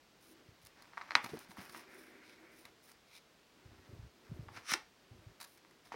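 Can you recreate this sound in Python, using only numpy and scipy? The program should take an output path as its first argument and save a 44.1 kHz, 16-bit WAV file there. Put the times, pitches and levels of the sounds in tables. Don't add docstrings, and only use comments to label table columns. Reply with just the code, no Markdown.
import sys
import numpy as np
from scipy import signal
from scipy.fft import rfft, irfft, next_fast_len
from scipy.io import wavfile

SR = 44100
rng = np.random.default_rng(int(sys.argv[2]) if len(sys.argv) > 2 else 0)


def dump_mix(stems):
    frames = np.atleast_2d(stems).T
    limited = np.clip(frames, -1, 1)
    pcm = np.round(limited * 32767).astype(np.int16)
    wavfile.write(sys.argv[1], SR, pcm)


N = 262395
TIME = np.arange(N) / SR

# freq_hz, gain_db
RUB_SPECTRUM = [(150, 1), (300, 2), (600, -5), (950, 2), (1500, 3.5), (2200, 0.5), (3000, -5.5), (3800, -9),
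                (5500, -8), (7500, -20.5), (15000, -31.5)]


def undb(db):
    return 10 ** (np.asarray(db) / 20)


def unit(x):
    return x / np.sqrt(np.mean(x ** 2) + 1e-30)


def add(track, start_s, sound):
    start = int(np.clip(round(start_s * SR), 0, N - 1))
    track[start:start + len(sound)] += sound[:N - start]


def decay(t, t60_s):
    return np.exp(-np.log(1000) * t / t60_s)


def swell(peak_s, attack_s, hold_s, release_s):
    early_s, late_s = np.maximum(peak_s - TIME, 0), np.maximum(TIME - peak_s - hold_s, 0)
    return 10 ** -(early_s / attack_s + late_s / release_s)


def walk(rate_hz, t=TIME):
    knots = len(t) // 20
    return np.interp(t * rate_hz, np.arange(knots), rng.standard_normal(knots))


def colour(x, spectrum, tilt_db_oct=0):
    size = next_fast_len(len(x))
    octave = np.log2(np.maximum(np.fft.rfftfreq(size, 1 / SR), 1))
    hz, db = np.transpose(spectrum)
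    below_oct = np.maximum(np.log2(hz[0]) - octave, 0)
    gain_db = np.interp(octave, np.log2(hz), db) + tilt_db_oct * octave - 20 * below_oct
    return unit(irfft(rfft(x, size) * undb(gain_db), size)[:len(x)])


def slips(t, rate_hz, spread_db):
    catch = rng.random(len(t)) < rate_hz / SR
    size = undb(spread_db * np.minimum(rng.exponential(size=len(t)), 4))
    return unit(catch * size * rng.standard_normal(len(t)))


def friction(spectrum, rate_hz, spread_db, judder_db, judder_hz, tilt_db_oct=0, t=TIME):
    surface = colour(slips(t, rate_hz, spread_db), spectrum, tilt_db_oct)
    return unit(surface * undb(judder_db * walk(judder_hz, t)))


def rub_noise():
    return friction(RUB_SPECTRUM, rate_hz=4400, spread_db=2, judder_db=2, judder_hz=59.9)


def rustle_noise():
    # freq_hz, gain_db
    spectrum = [(120, -25), (220, 1.5), (310, 4.5), (390, 4.5), (500, -2.5), (800, -12), (2000, -31.5)]
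    return friction(spectrum, rate_hz=6600, spread_db=1, judder_db=2.5, judder_hz=25)


def thump(hz, t60_s, sag=0.082, wobble=0.22, wobble_hz=130, scuff_db=-8):
    t = TIME[:SR // 4]
    give = 1 + wobble * walk(wobble_hz, t)
    droop = 1 + sag * (2 * np.exp(-2 * t / t60_s) - 1)
    cycles = np.cumsum(hz * give * droop) / SR
    scuff_spectrum = [(hz / 2, 0), (hz, -1), (2 * hz, -13), (10 * hz, -60), (SR / 2, -90)]
    scuff = colour(rng.standard_normal(len(t)), scuff_spectrum)
    onset = 1 - np.exp(-(2 * cycles) ** 2)
    blow = (np.sin(2 * np.pi * cycles) + undb(scuff_db) * scuff) * onset * decay(t, t60_s)
    return blow / np.abs(blow).max()


def background_hiss(level_db=-67):
    # freq_hz, gain_db
    spectrum = [(15, -31), (25, -7.5), (55, -5), (102, -8.5), (152, -4), (414, -5.5), (461, -4),
                (500, -6.5), (1060, -10), (1780, -11.5), (1930, -11.5), (4820, -15), (9990, -27),
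                (14600, -29), (15800, -24.5)]
    return undb(level_db) * colour(rng.standard_normal(N), spectrum)


def sleeve_rustle(skew=1.32, rub_db=-4.5):
    # start_s, end_s, level_db
    reaches = [(0.167, 0.59, -68.5), (3.502, 4.103, -66), (4.125, 4.554, -65), (4.967, 5.407, -68.5),
               (5.492, 5.82, -74.5)]
    speed = np.zeros(N)
    for start_s, end_s, level_db in reaches:
        progress = np.clip((TIME - start_s) / (end_s - start_s), 0, 1)
        speed += undb(level_db) * np.sin(np.pi * progress ** skew).clip(0) ** .5
    return speed * (rustle_noise() + undb(rub_db) * rub_noise())


def finger_strokes():
    # start_s, end_s, level_db, tilt_db_oct
    strokes = [(0.2, 0.357, -67, 4.5), (0.616, 0.644, -65.5, 1.5), (1.222, 1.294, -57.5, 9),
               (1.294, 1.392, -62.5, 4), (1.379, 1.468, -63.5, 1.5), (1.483, 1.553, -63.5, 4),
               (1.56, 1.703, -60, 5.5), (1.678, 1.846, -60.5, 3.5), (1.889, 2.135, -66.5, 3.5),
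               (2.109, 2.185, -68, -9.5), (2.223, 2.386, -64.5, -5.5), (2.509, 2.703, -67, 4),
               (2.82, 2.953, -66, 5), (3.061, 3.21, -68, -4.5), (3.125, 3.197, -59.5, -3),
               (4.515, 4.633, -66, -1.5), (5.449, 5.59, -67.5, 6.5), (5.844, 5.902, -66.5, -0.5)]
    # freq_hz, gain_db
    spectrum = [(1000, -11.5), (1800, -11), (2300, 6), (3000, -6.5), (3900, 3.5), (4500, -4), (5200, 3.5),
                (6500, -5.5), (7600, -12), (9200, -2), (11300, -6), (13500, -10), (15500, -9)]
    out, t = np.zeros(N), TIME[:SR // 3]
    for start_s, end_s, level_db, tilt_db_oct in strokes:
        progress = np.minimum(t / (end_s - start_s), 1)
        pressure = np.sin(np.pi * progress ** .75).clip(0) ** .8
        skin = friction(spectrum, rate_hz=5000, spread_db=3, judder_db=2.5, judder_hz=80,
                        tilt_db_oct=tilt_db_oct, t=t)
        add(out, start_s, undb(level_db) * pressure * skin)
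    return out


def sleeve_bumps(pitch_hz=96.4, t60_s=0.083, rebound_s=0.0332, rebound_db=-8, rebound_oct=-0.19):
    # start_s, peak_db
    bumps = [(0.484, -50.5), (.632, -58.5), (3.652, -48), (3.712, -53), (3.782, -56), (3.888, -49),
             (3.925, -45), (3.989, -42), (4.025, -41.5), (4.292, -45.5), (4.319, -40.5), (4.39, -37),
             (4.467, -49.5), (4.51, -52.5), (4.57, -56), (5.11, -47.5), (5.186, -53), (5.261, -45.5)]
    out = np.zeros(N)
    for start_s, peak_db in bumps:
        add(out, start_s, undb(peak_db) * thump(pitch_hz, t60_s))
        rebound = thump(pitch_hz * 2 ** rebound_oct, t60_s)
        add(out, start_s + rebound_s, undb(peak_db + rebound_db) * rebound)
    return out


def paste_crackles(release_s=0.001):
    # start_s, level_db, length_s, tilt_db_oct
    runs = [(0.65, -57, 0.0035, 8), (0.661, -56, 0.011, 3), (0.822, -61, 0.0064, 2.5),
            (1.242, -42.5, 0.0057, -1.5), (1.26, -43, 0.0037, -4.5), (1.292, -54, 0.013, -2.5),
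            (1.371, -46, 0.0022, -5), (1.39, -46.5, 0.0016, 7), (1.5078, -51, .011, -2.5),
            (1.695, -54, 0.0026, -1.5), (2.653, -53, 0.0035, 0.5), (2.916, -51, 0.0027, 2.5),
            (4.716, -37, .001, 11), (4.735, -39, 0.0049, 1.5), (5.4016, -49.5, 0.017, 1),
            (5.422, -53, 0.012, 4), (5.441, -52.5, 0.0095, 3), (5.575, -60, 0.007, 2),
            (5.71, -62, 0.0048, -2), (5.856, -64.5, 0.019, -3)]
    # freq_hz, gain_db
    spectrum = [(200, 1), (430, -10), (700, -2), (1300, 1.5), (2000, 0.5), (3050, -10), (3900, -2.5),
                (5500, -6), (7500, -13), (10000, -9.5), (15500, -19)]
    out, t = np.zeros(N), TIME[:SR // 10]
    for start_s, level_db, length_s, tilt_db_oct in runs:
        run = colour(slips(t, rate_hz=5000, spread_db=3), spectrum, tilt_db_oct)
        envelope = np.exp(-np.maximum(t - length_s, 0) / release_s)
        add(out, start_s, undb(level_db) * run * envelope)
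    return out


def page_rubs():
    # peak_s, level_db, attack_s, release_s
    rubs = [(.82, -61.5, 0.12, 0.064), (1.15, -57.5, 0.55, 0.46), (1.262, -49.5, 0.063, 0.046),
            (1.37, -56.5, 0.35, 0.14), (1.585, -54, 0.033, 0.29), (1.76, -53, 0.046, 0.14),
            (2.67, -65.5, .12, 0.085), (2.88, -68, .08, 0.19), (4.566, -50.5, 0.057, 0.068),
            (5.415, -61.5, .012, 0.075), (5.924, -56.5, 0.017, .3)]
    contacts = [undb(level_db) * swell(peak_s, attack_s, 0, release_s)
                for peak_s, level_db, attack_s, release_s in rubs]
    return np.linalg.norm(contacts, axis=0) * rub_noise()


def buckle_snaps(ping_db=-9.5, ping_t60_s=0.019, glide=0.52, glide_s=0.0003,
                 crease_db=-24, crease_s=0.013, push_s=0.00008):
    # start_s, level_db, tilt_db_oct, ping_hz
    buckles = [(0.934, -40.5, -8, 4100), (0.9727, -33, -8, 4100), (0.977, -26, -8, 4030),
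               (1.0121, -32, -4.5, 4100), (1.016, -32.5, -3.5, 4000), (1.091, -42, -6, 4170),
               (1.1074, -25.5, -2, 4250), (1.1185, -28.5, -1.5, 4220), (1.131, -41.5, -7, 4000),
               (1.1527, -7.5, 1, 4070), (1.5704, -40.5, -14, 4100), (1.7468, -35, -8, 4100),
               (2.6529, -41, 3.5, 3970), (4.4845, -41, -5, 2930), (4.488, -39, -18, 3000),
               (4.718, -23, 0.5, 5560), (4.737, -16, 6.5, 5270), (4.7392, -19.5, 2, 3940),
               (5.6485, -49.5, -3, 4050), (5.9197, -32.5, -24, 2140), (5.942, -36, -14, 2370)]
    # freq_hz, t60_s, gain_db
    modes = [(852, 0.0062, -11), (1226, 0.0062, -3), (1790, 0.0029, 3.5), (2180, 0.0038, 2),
             (3620, 0.007, -18), (4700, 0.0042, -19), (8700, 0.004, -11.5)]
    pivot_hz = modes[1][0]
    cracks, pings, t = np.zeros(N), np.zeros(N), TIME[:SR // 10]
    push = np.exp(-.5 * ((t[:SR // 1000] - 2 * push_s) / (push_s / 2)) ** 2)
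    edge_leak = signal.butter(3, 480, "high", fs=SR, output="sos")
    for start_s, level_db, tilt_db_oct, ping_hz in buckles:
        waver = 1 + .05 * walk(900, t)
        fall = 1 + glide * np.exp(-t / glide_s)
        cycles = np.cumsum(ping_hz * waver * fall) / SR
        ping_gain = undb(ping_db + tilt_db_oct * np.log2(ping_hz / pivot_hz))
        ping = ping_gain * np.sin(2 * np.pi * cycles) * decay(t, ping_t60_s)
        slack = 1 + max(-tilt_db_oct, 0) / 13
        ring = np.zeros(len(t))
        for k, (hz, t60_s, mode_db) in enumerate(modes):
            bent_hz = hz * (1 + .015 * rng.standard_normal())
            gain = (-1) ** k * undb(mode_db + tilt_db_oct * np.log2(hz / pivot_hz))
            ring += gain * np.sin(2 * np.pi * bent_hz * t) * decay(t, t60_s * slack)
        ring, ping = signal.lfilter(push, 1, [ring, ping])
        peak = np.abs(ring + ping).max()
        crease = colour(slips(t, rate_hz=9000, spread_db=2), RUB_SPECTRUM) * np.exp(-t / crease_s)
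        crack = signal.sosfilt(edge_leak, ring / peak + undb(crease_db) * crease)
        add(cracks, start_s, undb(level_db) * crack)
        add(pings, start_s, undb(level_db) * ping / peak)
    return cracks, pings


def page_flops():
    # start_s, peak_db, pitch_hz, t60_s
    flops = [(1.156, -43, 284, 0.15), (1.319, -47, 185.4, 0.036), (1.333, -34.5, 359, 0.094),
             (1.347, -52, 209, 0.09), (1.49, -51, 174, 0.11), (1.584, -45, 208, 0.092),
             (1.766, -54, 239, 0.1), (4.315, -37.5, 172, 0.04), (4.719, -41, 203, 0.045),
             (4.742, -43, 338, 0.14), (5.94, -43, 356, 0.051)]
    out = np.zeros(N)
    for start_s, peak_db, pitch_hz, t60_s in flops:
        add(out, start_s, undb(peak_db) * thump(pitch_hz, t60_s))
    return out


def page_creep(peak_s=1.905, level_db=-63.5, fade_db_per_s=-8.5, rub_db=-7):
    # freq_hz, gain_db
    spectrum = [(700, -16), (1100, -3), (1400, 5), (1800, 6.5), (2250, 7.5), (2800, -7), (5000, -29)]
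    scrape = friction(spectrum, rate_hz=6600, spread_db=1.5, judder_db=2, judder_hz=39.87)
    contact = swell(peak_s, attack_s=0.2, hold_s=0.67, release_s=0.24)
    arch = swell(peak_s, attack_s=0.9, hold_s=0.67, release_s=0.57)
    slowing = undb(level_db + fade_db_per_s * np.maximum(TIME - peak_s, 0))
    return slowing * (contact * (scrape + undb(rub_db) * rub_noise()) + arch * rustle_noise())


def page_sweep(peak_s=4.703, level_db=-37):
    # freq_hz, gain_db
    spectrum = [(200, -16), (550, -15), (900, -13), (1250, 3), (1550, -2.5), (2200, 0), (3200, -7),
                (3800, -5.5), (4600, -7), (5700, 1), (7200, -17), (9600, -10), (12500, -25), (15500, -25)]
    swish = friction(spectrum, rate_hz=35000, spread_db=0.6, judder_db=1.1, judder_hz=150)
    return undb(level_db) * swell(peak_s, attack_s=0.043, hold_s=0.03, release_s=0.031) * swish


def room(x, wet_db=-12, build_s=0.0032):
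    # centre_hz, t60_s, gain_db
    bands = [(200, 0.11, 6.5), (616, 0.26, 4), (1470, 0.24, -3.5), (4000, 0.26, -2.5), (5790, 0.32, -7.5),
             (9000, 0.18, -4)]
    t = TIME[:SR // 2]
    octave = np.log2(np.maximum(np.fft.rfftfreq(len(t), 1 / SR), 1))
    scatter = irfft(np.exp(2j * np.pi * rng.random(size=(90, 129)))).ravel()
    spectrum, tail = rfft(scatter[:len(t)]), 0
    centres_oct = np.log2([row[0] for row in bands])
    for share, (_, t60_s, gain_db) in zip(np.eye(len(bands)), bands):
        band = irfft(spectrum * np.interp(octave, centres_oct, share), len(t))
        tail += undb(gain_db) * band * decay(t, t60_s)
    tail *= 1 - np.exp(-(t / build_s) ** 2)
    response = undb(wet_db) * tail / np.linalg.norm(tail)
    return x + signal.fftconvolve(x, response)[:N]


def scene():
    hiss = background_hiss()
    cracks, pings = buckle_snaps()
    handling = cracks + paste_crackles() + finger_strokes()
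    sliding = sleeve_rustle() + page_rubs() + page_creep() + page_sweep()
    close = pings + sleeve_bumps() + page_flops()
    return (room(handling + sliding) + close + hiss)[None]


def record(dry, low_cut_hz=42, high_cut_hz=15900):
    thin = signal.sosfilt(signal.butter(2, low_cut_hz, "high", fs=SR, output="sos"), dry)
    return signal.sosfilt(signal.ellip(10, .1, 70, high_cut_hz, fs=SR, output="sos"), thin)


dry = scene()
out = record(dry)
dump_mix(out)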